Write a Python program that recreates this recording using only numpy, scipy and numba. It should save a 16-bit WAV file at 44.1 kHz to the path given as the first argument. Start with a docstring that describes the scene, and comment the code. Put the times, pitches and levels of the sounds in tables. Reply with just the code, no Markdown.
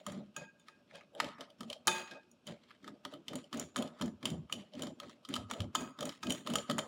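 """A wire whisk beats thin batter in a glass bowl on a mat, close to a phone in a hard-walled kitchen.
Wire blows are noise bursts through resonances of the batter-damped bottom, or impulses into free rim modes.
Drags scrape: uneven noise through the same bottom. Shoves rumble: noise through mat, bowl and counter resonances.
Blows and rim get a short diffuse tail; a faint hush and whine lie below, turned down by the phone."""
import sys
import numpy as np
from scipy import signal
from scipy.fft import rfft, irfft
from scipy.io import wavfile
from scipy.ndimage import uniform_filter1d
from numba import njit

SR = 44100
rng = np.random.default_rng(int(sys.argv[2]) if len(sys.argv) > 2 else 0)


def int16_out(signal):
    """Quantize to a 16-bit WAV file."""
    q = np.round(np.clip(np.atleast_2d(signal).T, -1, 1) * 32767)
    wavfile.write(sys.argv[1], SR, q.astype(np.int16))


def volts(x):
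    """Linear amplitude factor 10**(x/20) for a level x in dB, scalar or array-like."""
    e = np.asarray(x, float) / 20
    return 10 ** e


N = 302967
T = np.arange(N) / SR
STEP_T = T[::44]  # about 1 ms apart


def unit(x):
    """Scale to rms 1."""
    return x / np.sqrt(np.mean(x ** 2))


def ring(x, hz, t60_s):
    """One decaying mode; an impulse of 1 starts it at amplitude 1."""
    pole = np.exp(2j * np.pi * hz / SR - np.log(1000) / (t60_s * SR))
    return signal.lfilter([1], [1, -pole], x).imag


def resonate(x, modes):
    """Sum of resonances given as (pitch_hz, width_hz, level_db)."""
    out = 0 * x
    for hz, width_hz, level_db in modes:
        b, a = signal.iirpeak(hz, hz / width_hz, fs=SR)
        out = out + volts(level_db) * signal.lfilter(b, a, x)
    return out


def band(x, lo_hz, hi_hz):
    """Gentle band-pass."""
    sos = signal.butter(2, [lo_hz, min(hi_hz, .45 * SR)], "band", fs=SR, output="sos")
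    return signal.sosfilt(sos, x)


def walk(rate_hz):
    """Random levels of rms 1, held 1 / rate_hz and slewed twice."""
    k = int(SR / rate_hz)
    held = np.repeat(rng.standard_normal(N // k + 1), k)
    return unit(uniform_filter1d(uniform_filter1d(held, k), k)[:N])


@njit
def glide(x, hz, width_hz):
    """Band-pass whose centre moves: a state-variable filter retuned every sample."""
    y, band_state, low_state = np.empty(len(x)), 0., 0.
    for i in range(len(x)):
        g, k = np.tan(np.pi * hz[i] / SR), width_hz / hz[i]
        v = (band_state + g * (x[i] - low_state)) / (1 + g * (g + k))
        band_state = 2 * v - band_state
        low_state += 2 * g * v
        y[i] = k * v
    return y


# background noise spectrum: pitch_hz, relative_level_db
HUSH_SPECTRUM = [(24, -28), (40, -8), (237, 15.5), (715, -4), (1480, -4.5), (1630, -4), (1810, -23),
                 (2570, -3.5), (2840, -6), (16000, -32)]


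def hush():
    """Steady background noise of the kitchen: white noise shaped by a spectrum over log frequency."""
    hz, db = np.transpose(HUSH_SPECTRUM)
    log_hz = np.log(np.fft.rfftfreq(N, 1 / SR) + 1)
    colour = volts(np.interp(log_hz, np.log(hz), db))
    return volts(-61.5) * unit(irfft(rfft(rng.standard_normal(N)) * colour, N))


def whine():
    """A faint thin wavering background tone: noise through one narrow resonance."""
    tone = unit(resonate(rng.standard_normal(N), [(5462, 30, 0)]))
    return volts(-85 + 1.5 * walk(6)) * tone


# glass bottom damped by batter: pitch_hz, width_hz, level_db
BOTTOM_MODES = [(1262.6, 82, -1), (1696, 94, -19.5), (2600, 55, -35.5), (3089, 220, 1.5), (3570, 43, -4.5),
                (3980, 200, -58.5), (5026, 770, -25.5), (5770, 89, -3), (6700, 230, 1), (7126, 94, -3.5),
                (8450, 140, -9.5), (9250, 140, -7), (11300, 760, -31.5), (15650, 3100, -15)]
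# edges of the low, middle and high range: edge_hz
RANGE_EDGES_HZ = (0, 2100, 5100, SR / 2)


def bottom_modes(k):
    """The bottom's resonances in the low (0), middle (1) or high (2) range."""
    return [m for m in BOTTOM_MODES if RANGE_EDGES_HZ[k] <= m[0] < RANGE_EDGES_HZ[k + 1]]


def efforts(start_s, swell_s, db, fade_db_s):
    """Power of each effort, one row each: it swells to its strength, then fades steadily in dB."""
    since_s = STEP_T - start_s[:, None]
    swell = np.clip(since_s / swell_s[:, None], 0, 1) ** 0.8
    fade_db = fade_db_s * np.clip(since_s - swell_s[:, None], 0, None)
    return (swell * volts(db[:, None] - fade_db)) ** 2


def total_db(power, idle_db):
    """Level of all efforts together over the idle level, per sample."""
    return np.interp(T, STEP_T, 10 * np.log10(power.sum(axis=0) + volts(2 * idle_db)))


def scrape(db, treble_db):
    """Wires drag over the glass in tiny uneven slips that excite the damped bottom."""
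    slips = rng.standard_normal(N) * volts(3 * walk(500) + walk(45))
    body = volts(-15.5) * unit(resonate(slips, bottom_modes(0) + bottom_modes(1)))
    body += volts(-2.5) * unit(band(slips, 810, 3900))
    top = volts(-4.5) * unit(resonate(slips, bottom_modes(2)))
    top += volts(-21.5) * unit(band(slips, 4600, 12000))
    return volts(db) * (body + volts(treble_db) * top)


# drags of the wires over the glass: start_s, swell_s, strength_db, treble_relative_db
DRAG_EVENTS = [(-.03, 0.026, -59.5, -7.5), (.066, .02, -51.5, -28.5), (.09, 0.088, -56.5, -14),
               (.364, .02, -54, -22), (.6, 0.12, -64, -10), (.86, .1, -57, -17), (1.15, 0.11, -51, -19),
               (1.375, 0.051, -57.5, -20), (1.6, 0.13, -60, -9.5), (1.87, 0.084, -41.5, -3),
               (2.05, 0.066, -54, -19.5), (2.46, 0.0324, -53.5, -11), (2.53, 0.11, -64.5, -20),
               (2.62, 0.091, -62.5, -18), (2.791, .09, -59, -15.5), (3.04, .1, -59.5, -12),
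               (3.28, 0.021, -56, -14), (3.32, 0.055, -56, -19), (3.525, 0.014, -49, -5),
               (3.54, 0.055, -51, -16), (3.76, .02, -48, -8), (3.85, 0.14, -63, -18), (4.02, .02, -58, -10),
               (4.228, 0.042, -49, -7), (4.5, 0.025, -59, -1.5), (4.55, 0.049, -56.5, -25),
               (4.71, .13, -53.5, -10), (5.001, 0.087, -57.5, -10), (5.285, .02, -52.5, -23),
               (5.33, 0.014, -51, -14), (5.49, .03, -56, -16), (5.53, 0.052, -58, -8),
               (5.741, 0.076, -50, -0.5), (5.99, .03, -54, -7), (6.05, 0.012, -49.5, -2),
               (6.09, 0.014, -56, -13), (6.22, .025, -56.5, 1), (6.28, 0.043, -47.5, 0.5),
               (6.45, 0.039, -49.5, -5), (6.5, 0.064, -50, -5), (6.66, 0.044, -53.5, -15),
               (6.8, .07, -59, -16)]


def drags():
    """Scrape of the dragged wires, each drag with its own brightness, treble fading faster."""
    start_s, swell_s, db, treble_db = np.transpose(DRAG_EVENTS)
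    # the whisk never quite rests: idle levels
    level_db = total_db(efforts(start_s, swell_s, db, fade_db_s=148.5), idle_db=-77.5)
    top_db = total_db(efforts(start_s, swell_s, db + treble_db, fade_db_s=191), idle_db=-90)
    return scrape(level_db, top_db - level_db)


# bowl on its mat: pitch_hz, width_hz, level_db
MAT_MODES = [(158, 60.5, 2), (207, 43, 2.5), (245, 51, -5), (325.7, 69, -4.5)]
# lowest modes of the bottom: pitch_hz, width_hz, level_db
HUM_MODES = [(584.2, 49, 22.5), (500, 51, 13), (780, 83, -33.5)]
# counter under the mat: pitch_hz, width_hz, level_db
COUNTER_MODES = [(88, 22, 1), (106, 31, 12.5)]


def rumble(db, hz, hum_db, thump_db):
    """The pushed bowl shudders on its mat at a moving pitch, its bottom hums and the counter thumps."""
    push = rng.standard_normal(N) * volts(0.78 * walk(30))
    moving = unit(glide(glide(push, hz, 70.), hz, 70.))
    fixed = unit(resonate(resonate(push, MAT_MODES), MAT_MODES))
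    shudder = unit(moving + volts(-1) * fixed)
    hum = unit(band(resonate(push * volts(3.2 * walk(60)), HUM_MODES), 460, 900))
    thump = unit(resonate(resonate(push, COUNTER_MODES), COUNTER_MODES))
    return volts(db) * shudder + volts(hum_db) * hum + volts(thump_db) * thump


# the whisk shoves the bowl: start_s, swell_s, strength_db, shudder_pitch_hz, hum_relative_db
SHOVE_EVENTS = [(-.03, .03, -61.5, 245, 7), (.064, .025, -45, 195, -3.5), (.09, 0.086, -43.5, 207, -7),
                (.36, .025, -51, 185, -1.5), (.89, .08, -58, 192, 5.5), (1.12, .09, -50.5, 260, 4.5),
                (1.21, 0.038, -43.5, 235, -10), (1.375, .04, -52, 262, 0.5), (1.595, 0.023, -46, 215, -11),
                (1.69, 0.02, -55.5, 237, 7.5), (1.865, .02, -48, 190, 3), (1.9, .12, -56.5, 230, 2),
                (2.1, 0.018, -52.5, 272, -2.5), (2.46, .04, -46, 205, -5.5), (2.8, .083, -46.5, 268, -9),
                (3.038, 0.018, -48, 255, -9.5), (3.115, 0.021, -47, 290, -6.5),
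                (3.265, 0.093, -43, 248, -6), (3.51, 0.075, -40, 240, -6.5), (3.76, .04, -38, 235, -2.5),
                (4.005, .018, -34.5, 220, -10.5), (4.225, 0.031, -38, 244, -9.5),
                (4.27, 0.081, -39.5, 150, -15.5), (4.5, 0.044, -48, 237, -3.5),
                (4.55, 0.044, -52.5, 198, -4.5), (4.72, .11, -40, 244, -5), (4.84, 0.032, -44.5, 251, -18),
                (4.99, 0.087, -49, 250, -6.5), (5.285, .025, -40.5, 255, -12), (5.32, 0.042, -44, 225, -8),
                (5.49, 0.031, -45, 228, 1), (5.59, .025, -38, 140, -16), (5.742, 0.017, -45, 250, -2),
                (5.77, .045, -40, 238, -10.5), (5.98, .06, -40, 240, -6), (6.225, 0.074, -36, 255, -9.5),
                (6.45, 0.086, -37, 235, -5), (6.69, 0.019, -35.5, 236, -8.5), (6.775, 0.015, -43, 229, 3)]
# the bowl rocks and lands on the counter: start_s, swell_s, strength_db
ROCK_EVENTS = [(.05, 0.075, -64), (1.7, 0.022, -61.5), (3.63, 0.046, -58.5), (4.008, .015, -52),
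               (4.06, 0.09, -54), (4.29, .04, -46), (4.4, 0.044, -54.5), (4.52, .02, -54),
               (5.38, 0.018, -42.5), (5.592, 0.021, -35), (6.27, .03, -57), (6.5, .055, -50)]


def shoves():
    """Rumble of the shoved, rocking bowl; pitch is the power-weighted mean, so the strongest shove leads."""
    start_s, swell_s, db, hz, hum_db = np.transpose(SHOVE_EVENTS)
    idle_db, counter_share_db = -83.5, -19  # share: part of every shove that reaches the counter
    power = efforts(start_s, swell_s, db, fade_db_s=145) + 1e-30
    pitch_hz = np.interp(T, STEP_T, hz @ power / power.sum(axis=0))
    hum = efforts(start_s, swell_s, db + hum_db, fade_db_s=140)
    rocks = efforts(*np.transpose(ROCK_EVENTS), fade_db_s=220)
    counter = np.vstack([power * volts(2 * counter_share_db), rocks])
    thump_db = total_db(counter, idle_db + counter_share_db)
    return rumble(total_db(power, idle_db), pitch_hz, total_db(hum, -68.5), thump_db)


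def chatter(start_s, db, decay_ms):
    """Force envelope: each blow rises fast and dies away as neighbouring wires follow."""
    t = T[:2048]
    shape = (1 - np.exp(-t / 0.00052)) * np.exp(-1000 * t / decay_ms)
    hits = np.bincount((start_s * SR).astype(int), volts(db), N)
    return signal.fftconvolve(hits, shape)[:N]


# wire blows: start_s, strength_db, knock_relative_db, clack_relative_db, sparkle_relative_db
BLOW_EVENTS = [(0.0648, -31.5, -6.5, -7.5, -5.5), (0.1199, -36, -10, -19, -10),
               (0.3642, -37.5, -8, -4.5, 0), (0.596, -55, -32, -2, -2), (0.683, -42, -12, -16, -34),
               (0.9098, -55.5, 3, -39, -32), (0.9538, -40, -12, -9, -15), (1.0089, -53.5, 5, -34, -30),
               (1.1494, -45, -10.5, -11.5, -15), (1.2006, -20, -6.5, -14.5, -37),
               (1.2435, -32, -24, -9.5, -44), (1.3821, -42.5, -4, -41, -36), (1.4076, -35, -8, -8.5, -39.5),
               (1.5019, -59, -19, 5, -9), (1.6063, -27, -16, -15.5, -21), (1.6311, -45, -5, -6.5, -29),
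               (1.6996, -32.5, -21.5, -7.5, -18), (1.7281, -36, -13, -3, -20),
               (1.8711, -19, -15, -42, -1.5), (1.8775, -12, -8.5, -8, -12), (2.111, -44, -18, -5.5, -38),
               (2.232, -63, -18, 3, -19), (2.314, -59, -31, -31, 2), (2.4679, -38, -19.5, -11, -8.5),
               (2.4749, -46.5, -5.5, 0.5, -30), (2.7062, -45, -4, -18, -39), (2.828, -63, -9, -2, -36),
               (2.8436, -39.5, -10, -15.5, -39), (2.877, -39.5, -2.5, -7.5, -33),
               (3.05, -36.5, -4, -7.5, -41), (3.1373, -40.5, -10, -6.5, -13), (3.264, -65.5, 4, -13, -6),
               (3.2817, -32, -17, -3.5, -38), (3.3319, -42.5, -0.5, -4.5, -12),
               (3.355, -39, -14, -4.5, -0.5), (3.3865, -48, -4, -9, -27), (3.4415, -50.5, -13, -5, -21),
               (3.5282, -27.5, -12, -14.5, -32), (3.5721, -38, -16, -7.5, -3), (3.5962, -35.5, -15, -13, 0),
               (3.7597, -26.5, -5.5, -10, -37), (3.7654, -25, -13.5, -19, -8.5), (3.778, -32, -19, -9, -13),
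               (3.786, -32, -22, -13, -13), (3.8231, -38.5, -5, 1, -0.5), (3.8752, -51.5, -5, -0.5, -30),
               (3.9863, -40, -16, -25, -33), (3.9977, -46.5, -2, -23, -34),
               (4.0115, -26.5, -11.5, -12, -14), (4.0198, -30.5, -9, -6, -16),
               (4.058, -40.5, -25, -11.5, -5.5), (4.0784, -42.5, -10, -14, -19), (4.2276, -51, 8, 1, -9),
               (4.2545, -24, -14, -6, -8.5), (4.301, -42, -21, -2, -0.5), (4.496, -68.5, 18.5, -2, -6),
               (4.5239, -28, -13, -4, -8), (4.5338, -33, -32, -7, -11), (4.735, -44, -40, -9, -31.5),
               (4.7511, -41.5, -8.5, -12.5, -43), (4.793, -42, -5.5, -5, -28), (4.821, -34, -14, -7, -4),
               (4.8332, -36, -10.5, -7, -12), (4.8694, -37, -7.5, -9.5, -41), (5, -35.5, -12, -10.5, -40),
               (5.0311, -38.5, -8, -19, -40), (5.095, -46.5, -5, -3, -27), (5.2496, -38, -12, -7, -45.5),
               (5.2876, -40.5, -5.5, -10.5, -3.5), (5.3389, -21, -24, -11.5, -16),
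               (5.355, -29, -17, -9.5, -10), (5.3626, -28, -11, -8.5, -17), (5.499, -35.5, -8, -8.5, -47),
               (5.5029, -53, -6, -14, -33), (5.5113, -30.5, -8.5, -15, -11.5), (5.5356, -39, -10, -4, -10),
               (5.603, -32.5, -13.5, -4, -17), (5.6184, -47.5, -32, -3, -9),
               (5.7505, -17.5, -11.5, -15, -13), (5.7559, -27, -21, -10, -38), (5.988, -32, -8.5, -15, -48),
               (6.0069, -21.5, -20, -17.5, -18.5), (6.0269, -30.5, -12, -8.5, -10),
               (6.0534, -28, -20, -13.5, -8), (6.0915, -38.5, -4, -1.5, -20), (6.2288, -34, -6, -10.5, -38),
               (6.2332, -26.5, -18, -18, -42), (6.2687, -31.5, -12, -7, -17),
               (6.2966, -23.5, -23, -11.5, -13), (6.3039, -29, -20, -1.5, -1.5),
               (6.3208, -34.5, -8.5, -4, 1.5), (6.3479, -43, -5, 1, -27), (6.464, -34, -9, -11, -46),
               (6.4717, -25.5, -14, -13.5, -18), (6.5001, -29.5, -10, -9.5, -10),
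               (6.536, -30, -14, -5.5, -8.5), (6.5552, -22, -9, -6.5, -5.5), (6.5841, -41, -22, 3, -36),
               (6.6978, -22.5, -7, -10.5, -18), (6.7105, -30, -12, -8.5, -7.5),
               (6.7818, -23, -7.5, -24, -9), (6.7878, -26, -6, -5.5, -13)]
# ringing of the wires themselves: pitch_hz
WIRE_MODES_HZ = (6950, 7090, 7180)


def blows():
    """Bursts of wire contacts excite the damped bottom, range by range; the wires ring on a little."""
    start_s, db, knock_db, clack_db, sparkle_db = np.transpose(BLOW_EVENTS)
    wires = rng.standard_normal(N) * volts(2.5 * walk(700))
    knock = wires * chatter(start_s, db + knock_db, decay_ms=4.45)
    clack = wires * chatter(start_s, db + clack_db, decay_ms=3.17)
    sparkle = wires * chatter(start_s, db + sparkle_db, decay_ms=2.53)
    bottom = volts(22.5) * resonate(knock, bottom_modes(0)) + volts(8.5) * band(knock, 800, 2710)
    bottom += volts(18.5) * resonate(clack, bottom_modes(1)) + volts(5) * band(clack, 2100, 5330)
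    bottom += volts(14.5) * resonate(sparkle, bottom_modes(2)) + volts(-2) * band(sparkle, 4000, 11000)
    wire_ring = sum(ring(sparkle, hz, t60_s=.25) for hz in WIRE_MODES_HZ)
    return bottom + volts(-45 + 4.5 * walk(250)) * wire_ring


# reverberation by band: centre_hz, t60_s
ROOM_DECAY = [(250, 1), (1000, 0.76), (3000, 0.21), (7000, 0.34), (13000, 0.17)]


def room(x):
    """Diffuse tail: noise bands that decay, generally faster in the treble."""
    t = T[:SR]
    tail = 0
    for hz, t60_s in ROOM_DECAY:
        noise = unit(band(rng.standard_normal(SR), hz / 2.37, hz * 1.87))
        tail = tail + noise * np.sqrt(hz) * 1000 ** (-t / t60_s)
    tail *= 1 - np.exp(-t / 0.0027)
    return signal.fftconvolve(x, tail / np.linalg.norm(tail))[:N]


# blows on the rim: start_s, strength_db, favoured_mode_hz, fall_db_per_octave away from it
RIM_BLOW_EVENTS = [(0.363, -30, 1620, 6), (.596, -49.5, 3570, 4), (.684, -44, 1620, 4.5),
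                   (0.95, -45.5, 2500, 6), (1.872, -21, 1720, 3.5), (1.881, -16.5, 2540, 3),
                   (2.111, -38, 1560, 7), (2.233, -50, 1631, 9), (5.748, -30.5, 6700, 2),
                   (6.229, -35.5, 1650, 1)]
# free rim, some modes in split pairs: pitch_hz, level_db, t60_s
RIM_MODES = [(364, -1, .45), (890, -6, .35), (900, -9, .35), (1610, -6, .45), (1626, 0, .4),
             (2496, -5, .45), (2517, -1, .45), (3570, -8, .3), (4794, -13, .45), (4818, -9, .5),
             (6205, -16, .3), (6655, -11, .4), (6715, -11, .35), (7750, -15, .25), (9440, -16, .2)]


def rim():
    """Blows high on the wall ring the rim; the spot struck favours one mode, batter makes the ring waver."""
    start_s, db, favoured_hz, fall_db = np.transpose(RIM_BLOW_EVENTS)
    out = 0
    for hz, mode_db, t60_s in RIM_MODES:
        octaves = abs(np.log2(hz / favoured_hz))
        kicks = np.bincount((start_s * SR).astype(int), volts(db + mode_db - fall_db * octaves), N)
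        out = out + ring(kicks, hz, t60_s) * volts(2.8 * walk(35))
    return volts(-16) * out


def scene():
    """Blows and rim with their room tail, plus scrape, rumble, hush and whine."""
    background = hush() + whine()
    stirring = drags() + shoves()
    hits = blows() + rim()
    return (hits + volts(-12) * room(hits) + stirring + background)[None]


def suppress(x, over_db, depth_db):
    """Noise suppressor: cells near the quiet level of their frequency are turned down."""
    size = 1024
    cells = signal.stft(x, nperseg=size)[2]
    power = uniform_filter1d(abs(cells) ** 2, size=9, axis=-2)  # across frequency
    power = uniform_filter1d(power, size=3, axis=-1) + 1e-20  # across time
    quiet = np.percentile(power, 10, axis=-1, keepdims=True) * volts(2 * over_db)
    gain = np.clip(1 - quiet / power, volts(-depth_db), 1)
    return signal.istft(cells * gain, nperseg=size)[1][..., :N]


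def band_limit(x):
    """A steep low-pass at the top of the band."""
    return signal.sosfilt(signal.butter(12, 16810, fs=SR, output="sos"), x)


def record(dry):
    """The phone trims deepest bass and top treble, suppresses the hush and rounds the loudest peaks."""
    bass_cut = signal.butter(3, 50, "high", fs=SR, output="sos")
    treble_cut = signal.butter(8, 15700, fs=SR, output="sos")
    trimmed = signal.sosfilt(np.vstack([bass_cut, treble_cut]), dry)
    clean = suppress(trimmed, over_db=2.5, depth_db=9)
    return band_limit(0.35 * np.tanh(clean / 0.36))


dry = scene()
out = record(dry)
int16_out(out)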